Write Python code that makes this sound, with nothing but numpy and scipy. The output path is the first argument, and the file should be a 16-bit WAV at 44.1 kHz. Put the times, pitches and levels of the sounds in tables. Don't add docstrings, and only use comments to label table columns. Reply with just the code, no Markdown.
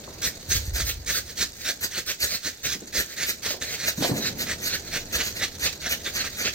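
import sys
import numpy as np
from scipy import signal
from scipy.fft import rfft, irfft, next_fast_len
from scipy.io import wavfile
from scipy.ndimage import uniform_filter1d

SR = 44100
rng = np.random.default_rng(int(sys.argv[2]) if len(sys.argv) > 2 else 0)


def waveform_to_disk(signal):
    frames = np.transpose(np.atleast_2d(signal))
    scaled = np.clip(frames, -1, 1) * 32767
    samples = np.round(scaled).astype(np.int16)
    wavfile.write(sys.argv[1], SR, samples)


N = 288414
TIME = np.arange(N) / SR
SIZE = next_fast_len(N + SR // 2)
FREQ = np.arange(SIZE // 2 + 1) * SR / SIZE
MIRROR = np.array([[1], [-1]])
FADE_S = 0.015


def undb(db):
    return 10 ** (np.asarray(db) / 20)


def unit(x):
    return x / np.sqrt(np.mean(x ** 2))


def curve(rows):
    return np.interp(TIME, *np.transpose(rows))


def spectrum(points):
    hz, db = np.transpose(points)
    return np.interp(np.log(FREQ + 1), np.log(hz), db)


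def shape(x, response):
    return irfft(rfft(x, SIZE) * response, SIZE)[..., :N]


def colour(x, points):
    below = (points[0][0] / 2, -60)
    above = (points[-1][0] * 2, -70)
    return unit(shape(x, undb(spectrum([below] + list(points) + [above]))))


def walk(rate_hz):
    return unit(shape(rng.standard_normal(N), np.exp(-(FREQ / rate_hz) ** 2)))


def sparks(rate_hz, spread_db):
    size = undb(spread_db * np.minimum(rng.exponential(size=N), 2.5))
    hit = rng.random(N) < rate_hz / SR
    return unit(hit * size * np.sign(rng.standard_normal(N)))


def diffuse(mid, side, wide_hz):
    return mid + shape(side, FREQ / np.hypot(FREQ, wide_hz)) * MIRROR


def town(waver_db=0.5, waver_hz=5.7):
    # (frequency [Hz], level [dB])
    rumble_points = [(20, 9), (40, -10), (70, 9), (120, 1.5), (250, -1.5), (450, -3.5), (640, -7),
                     (1000, -17.5), (2000, -26), (6000, -68)]
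    # (time [s], level [dB])
    level_rows = [(0, -44), (1.4, -49), (2.5, -54), (3.9, -47.5), (4.5, -42.5), (6.5, -46)]
    level = undb(curve(level_rows) + waver_db * walk(waver_hz))
    mid, side = colour(rng.standard_normal((2, N)), rumble_points) * level
    return diffuse(mid, side, wide_hz=875)


def booms(rise_s=0.0021, cycles=3.1, usual_hz=200, width_share=1.09, width_growth=0.24,
          echo_db=-17, echo_s=0.25, echo_growth=0.62, crack_db=-15, crack_hz=640):
    # (start [s], level [dB], centre frequency [Hz])
    bangs = [(.076, -35, 700), (0.485, -28.5, 63.6), (.553, -25.5, 66.4), (.677, -26, 56.3),
             (.718, -30, 62.4), (0.811, -28, 71.4), (.96, -34.5, 69.5), (1.11, -37.5, 70),
             (2.749, -35.5, 218), (2.819, -35, 270), (3.503, -30, 400), (3.54, -31, 450),
             (3.978, -25.5, 193), (4.005, -23, 218), (4.022, -21, 420), (4.044, -17.5, 433),
             (4.092, -22, 241), (4.113, -18.5, 182), (4.172, -28, 346)]
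    out, age = np.zeros((2, N)), TIME[:SR]
    crack_edges = [crack_hz / 2, crack_hz * np.sqrt(2)]
    crack_band = signal.butter(2, crack_edges, "band", fs=SR, output="sos")
    for start, db, hz in bangs:
        pitch = hz / usual_hz
        width_hz = hz * width_share * pitch ** width_growth
        edges = np.hypot(hz, width_hz / 2) + np.array([-width_hz, width_hz]) / 2
        band = signal.butter(2, edges, "band", fs=SR, output="sos")
        wave = signal.hilbert(signal.sosfilt(band, rng.standard_normal((2, 2 * SR))))
        even = wave.real / abs(wave)
        rumble = unit(signal.sosfilt(band, even)[:, SR:])
        crack = unit(signal.sosfilt(crack_band, rng.standard_normal((2, SR))))
        crack *= undb(crack_db) * min(pitch, 1) ** 2
        echoes = undb(echo_db) * np.exp(-age / echo_s * pitch ** echo_growth)
        swell = (1 - np.exp(-age / rise_s)) * (np.exp(-age * hz / cycles) + echoes)
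        first = int(start * SR)
        out[:, first:first + SR] += undb(db) * (rumble + crack) * swell
    return diffuse(*out, wide_hz=750)


def crackle(crackle_db=-57, decay_s=0.0011):
    # (frequency [Hz], level [dB])
    tick_points = [(600, -5), (1600, 3), (4500, -8), (7000, 16), (15000, -22)]
    age = TIME[:SR // 50]
    tick = rng.standard_normal(len(age)) * np.exp(-age / decay_s)
    cracks = sparks(rate_hz=12, spread_db=4)
    return undb(crackle_db) * colour(shape(cracks, rfft(tick, SIZE)), tick_points)


def pops(rise_s=0.004, decay_s=0.024):
    # (start [s], level [dB])
    thuds = [(1.97, -34), (2.235, -39), (2.988, -30.5)]
    # (frequency [Hz], level [dB])
    thud_points = [(35, -4), (65, 5), (125, -4), (190, -9), (500, -15)]
    level = np.zeros(N)
    for start, db in thuds:
        age = np.maximum(TIME - start, 0)
        level += undb(db) * (1 - np.exp(-age / rise_s)) * np.exp(-age / decay_s)
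    return level * colour(rng.standard_normal(N), thud_points)


def burn(age, swell_s, ignition=2.43, catch=0.47, roar_bend=1.42, hiss_bend=1.3, fizz_bend=0.81,
         fade_bend=1.61):
    lit = np.clip((age / swell_s + ignition) / catch + 0.5, 0, 1) ** 2
    rising = age < 0
    bend = np.where(rising, np.array([[roar_bend], [hiss_bend], [fizz_bend]]), fade_bend)
    return lit * np.exp(-abs(age / np.where(rising, swell_s, FADE_S)) ** bend)


def eddies(gas, patchy_db=3.0, size=512):
    frames = signal.stft(gas, nperseg=size)[2]
    swirl = uniform_filter1d(rng.standard_normal(frames.shape), size=6, axis=0)
    swirl = unit(uniform_filter1d(swirl, size=6, axis=1))
    return signal.istft(frames * undb(patchy_db * swirl), nperseg=size)[1][:N]


def flare(flashes, roar_db, roar_drift, fizz_db, fizz_drift, hiss_db=-1.0, puff_db=-19.5,
          smoulder_roar_db=-6, smoulder_fizz_db=-4, sputter_db=6, spark_db=-7, usual_length_s=0.032):
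    # (time [s], level [dB])
    smoulder = [(0, -55.5), (3.4, -57), (4.3, -52), (6.5, -50.5)]
    # (frequency [Hz], level [dB])
    roar_points = [(60, -6), (300, -7.5), (600, -4), (950, -13.5), (1450, 0), (2100, -1), (2900, -2),
                   (3800, -9.5)]
    # (frequency [Hz], level [dB])
    hiss_points = [(2200, -53), (3200, -3.5), (4100, 5), (5400, 4.5), (6700, 2), (7500, -6), (9000, -50)]
    # (frequency [Hz], level [dB])
    fizz_points = [(6300, 1.6), (7500, 4.8), (8300, 9.1), (9600, 8.5), (11000, 3.7), (12200, 8.1),
                   (15000, 11), (16000, 8.3)]
    # (frequency [Hz], level [dB])
    puff_points = [(30, -4), (65, 14), (130, -24), (260, -5.5), (600, -23), (1100, -54), (1700, 5.5)]

    sputter = 2 * np.tanh(walk(49) / 2)
    glow = undb(curve(smoulder) + sputter_db * sputter)
    power = (undb([[smoulder_roar_db], [0], [smoulder_fizz_db]]) * glow) ** 2
    push = np.zeros(N)
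    for peak, _, db, swell_s in flashes:
        first = max(int((peak - 4 * swell_s) * SR), 0)
        near = slice(first, int((peak + 6 * FADE_S) * SR))
        tone = np.array([[roar_db + roar_drift * peak], [hiss_db], [fizz_db + fizz_drift * peak]])
        flash = undb(db + tone) ** 2 * burn(TIME[near] - peak, swell_s)
        power[:, near] += flash
        push[near] += flash[2] * (usual_length_s / (swell_s + FADE_S)) ** 2

    gas = eddies(rng.standard_normal(N)) + undb(spark_db) * sparks(rate_hz=1400, spread_db=5.0)
    parts = np.array([colour(gas, points) for points in (roar_points, hiss_points, fizz_points)])
    jet = (np.sqrt(power) * parts).sum(axis=0)
    puff = undb(puff_db) * np.sqrt(push) * colour(gas, puff_points)
    flutter = undb(walk(70))
    return (jet + puff) * flutter


def path(jet, lag_s, bounce_s, paving=0.38, scatter_hz=9000):
    reflection = paving / (1 + (FREQ / scatter_hz) ** 2)
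    comb = 1 + reflection * np.exp(-2j * np.pi * FREQ * bounce_s)
    comb /= np.sqrt(1 + reflection ** 2)
    return shape(jet, comb * np.exp(-1j * np.pi * FREQ * lag_s * MIRROR))


def yard(jet, t60_s=0.17, first_wall_s=0.0065, wet_db=-6.0, dull_hz=13000):
    age = TIME[:SR // 2]
    decay = np.exp(-np.log(1000) * age / t60_s) * (age > first_wall_s)
    tail = rng.standard_normal((2, len(age))) * decay
    tail /= np.sqrt(np.sum(tail ** 2, axis=1, keepdims=True))
    tone = FREQ / (FREQ + 300) / np.sqrt(1 + (FREQ / dull_hz) ** 2)
    return undb(wet_db) * shape(jet, rfft(tail, SIZE) * tone)


def scene(direct_db=0.5):
    # (peak [s], flare [0 left, 1 middle, 2 right], level before part trims [dB], swell [s])
    flash_rows = [(0.246,2,-25,0.012), (0.268,1,-27.5,0.01), (0.517,2,-24.5,0.0081), (0.562,1,-26.5,0.03),
                  (0.67,0,-44.5,0.082), (0.764,0,-31.5,0.012), (0.807,2,-27.5,0.025), (0.896,1,-27,0.02),
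                  (1.098,2,-26.5,0.015), (1.175,1,-25.5,0.033), (1.301,2,-41,0.022), (1.422,2,-25,0.022),
                  (1.639,1,-38.5,0.029), (1.693,2,-26.5,0.02), (1.843,0,-30,0.015), (1.954,2,-33,0.02),
                  (1.978,2,-28,0.006), (2.099,1,-25.5,0.016), (2.24,0,-25,0.017), (2.349,1,-27.5,0.035),
                  (2.474,2,-29,0.019), (2.66,1,-26.5,0.012), (2.728,2,-30,0.034), (2.967,2,-25.5,0.017),
                  (2.995,0,-25,0.01), (3.134,1,-40,0.046), (3.233,2,-28,0.029), (3.296,0,-28.5,0.015),
                  (3.461,2,-29,0.016), (3.516,1,-29.5,0.038), (3.625,2,-31,0.0062), (3.743,1,-30,0.048),
                  (3.849,2,-31.5,0.03), (3.882,0,-26,0.01), (4.042,2,-29.5,0.016), (4.085,0,-32.5,0.05),
                  (4.177,0,-35.5,0.023), (4.272,1,-27,0.032), (4.416,0,-28.5,0.015), (4.511,2,-29,0.021),
                  (4.669,0,-30,0.023), (4.747,1,-27,0.033), (4.869,1,-41.5,0.014), (4.962,2,-28.5,0.02),
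                  (5.155,0,-27,0.013), (5.205,2,-27.5,0.012), (5.272,0,-31.5,0.02), (5.368,0,-36,0.0092),
                  (5.433,2,-27.5,0.017), (5.642,0,-29.5,0.02), (5.663,1,-24.5,0.012), (5.865,2,-32,0.02),
                  (5.92,0,-26,0.012), (6.069,2,-32.5,0.0086), (6.169,0,-31,0.014), (6.209,1,-27.5,0.016),
                  (6.254,2,-32.5,0.012), (6.414,0,-29.5,0.019), (6.468,1,-24,0.015)]
    # (left port lag [s], paving bounce delay [s],
    # roar trim [dB], its drift [dB/s], fizz trim [dB], its drift [dB/s])
    flare_rows = [(-.000163, .000465, -3.5, 0.36, 2, -0.5), (-.000080, 0.00047, -8, 0.89, -1.5, -1.8),
                  (.000040, .000492, -7, 1.435, -2, -0.57)]
    out = town() + booms()
    for k, (lag_s, bounce_s, *tone) in enumerate(flare_rows):
        flashes = [row for row in flash_rows if round(row[1]) == k]
        jet = flare(flashes, *tone) + crackle()
        out = out + undb(direct_db) * path(jet, lag_s, bounce_s) + yard(jet)
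    return out + pops()


def record(dry, thin_hz=10400, thin_width_hz=850, thin_db=-18, top_hz=15850):
    # (frequency [Hz], left minus right [dB])
    port_points = [(100, -.5), (600, -0.5), (1400, 0.5), (2700, -3.5), (3300, -1), (4900, -7), (6300, -4),
                   (7200, -1), (8100, 14), (9300, 3), (11000, -2), (12200, -8.5), (14000, -2.5)]
    ports = undb(spectrum(port_points) / 2 * MIRROR)
    left, right = shape(dry, ports / np.sqrt(np.mean(ports ** 2, axis=0)))
    thinning = undb(thin_db * np.exp(-((FREQ - thin_hz) / thin_width_hz) ** 2))
    mid = shape((left + right) / 2, thinning)
    heard = mid + (left - right) / 2 * MIRROR
    return signal.sosfilt(signal.ellip(10, 0.2, 80, top_hz, fs=SR, output="sos"), heard)


dry = scene()
out = record(dry)
waveform_to_disk(out)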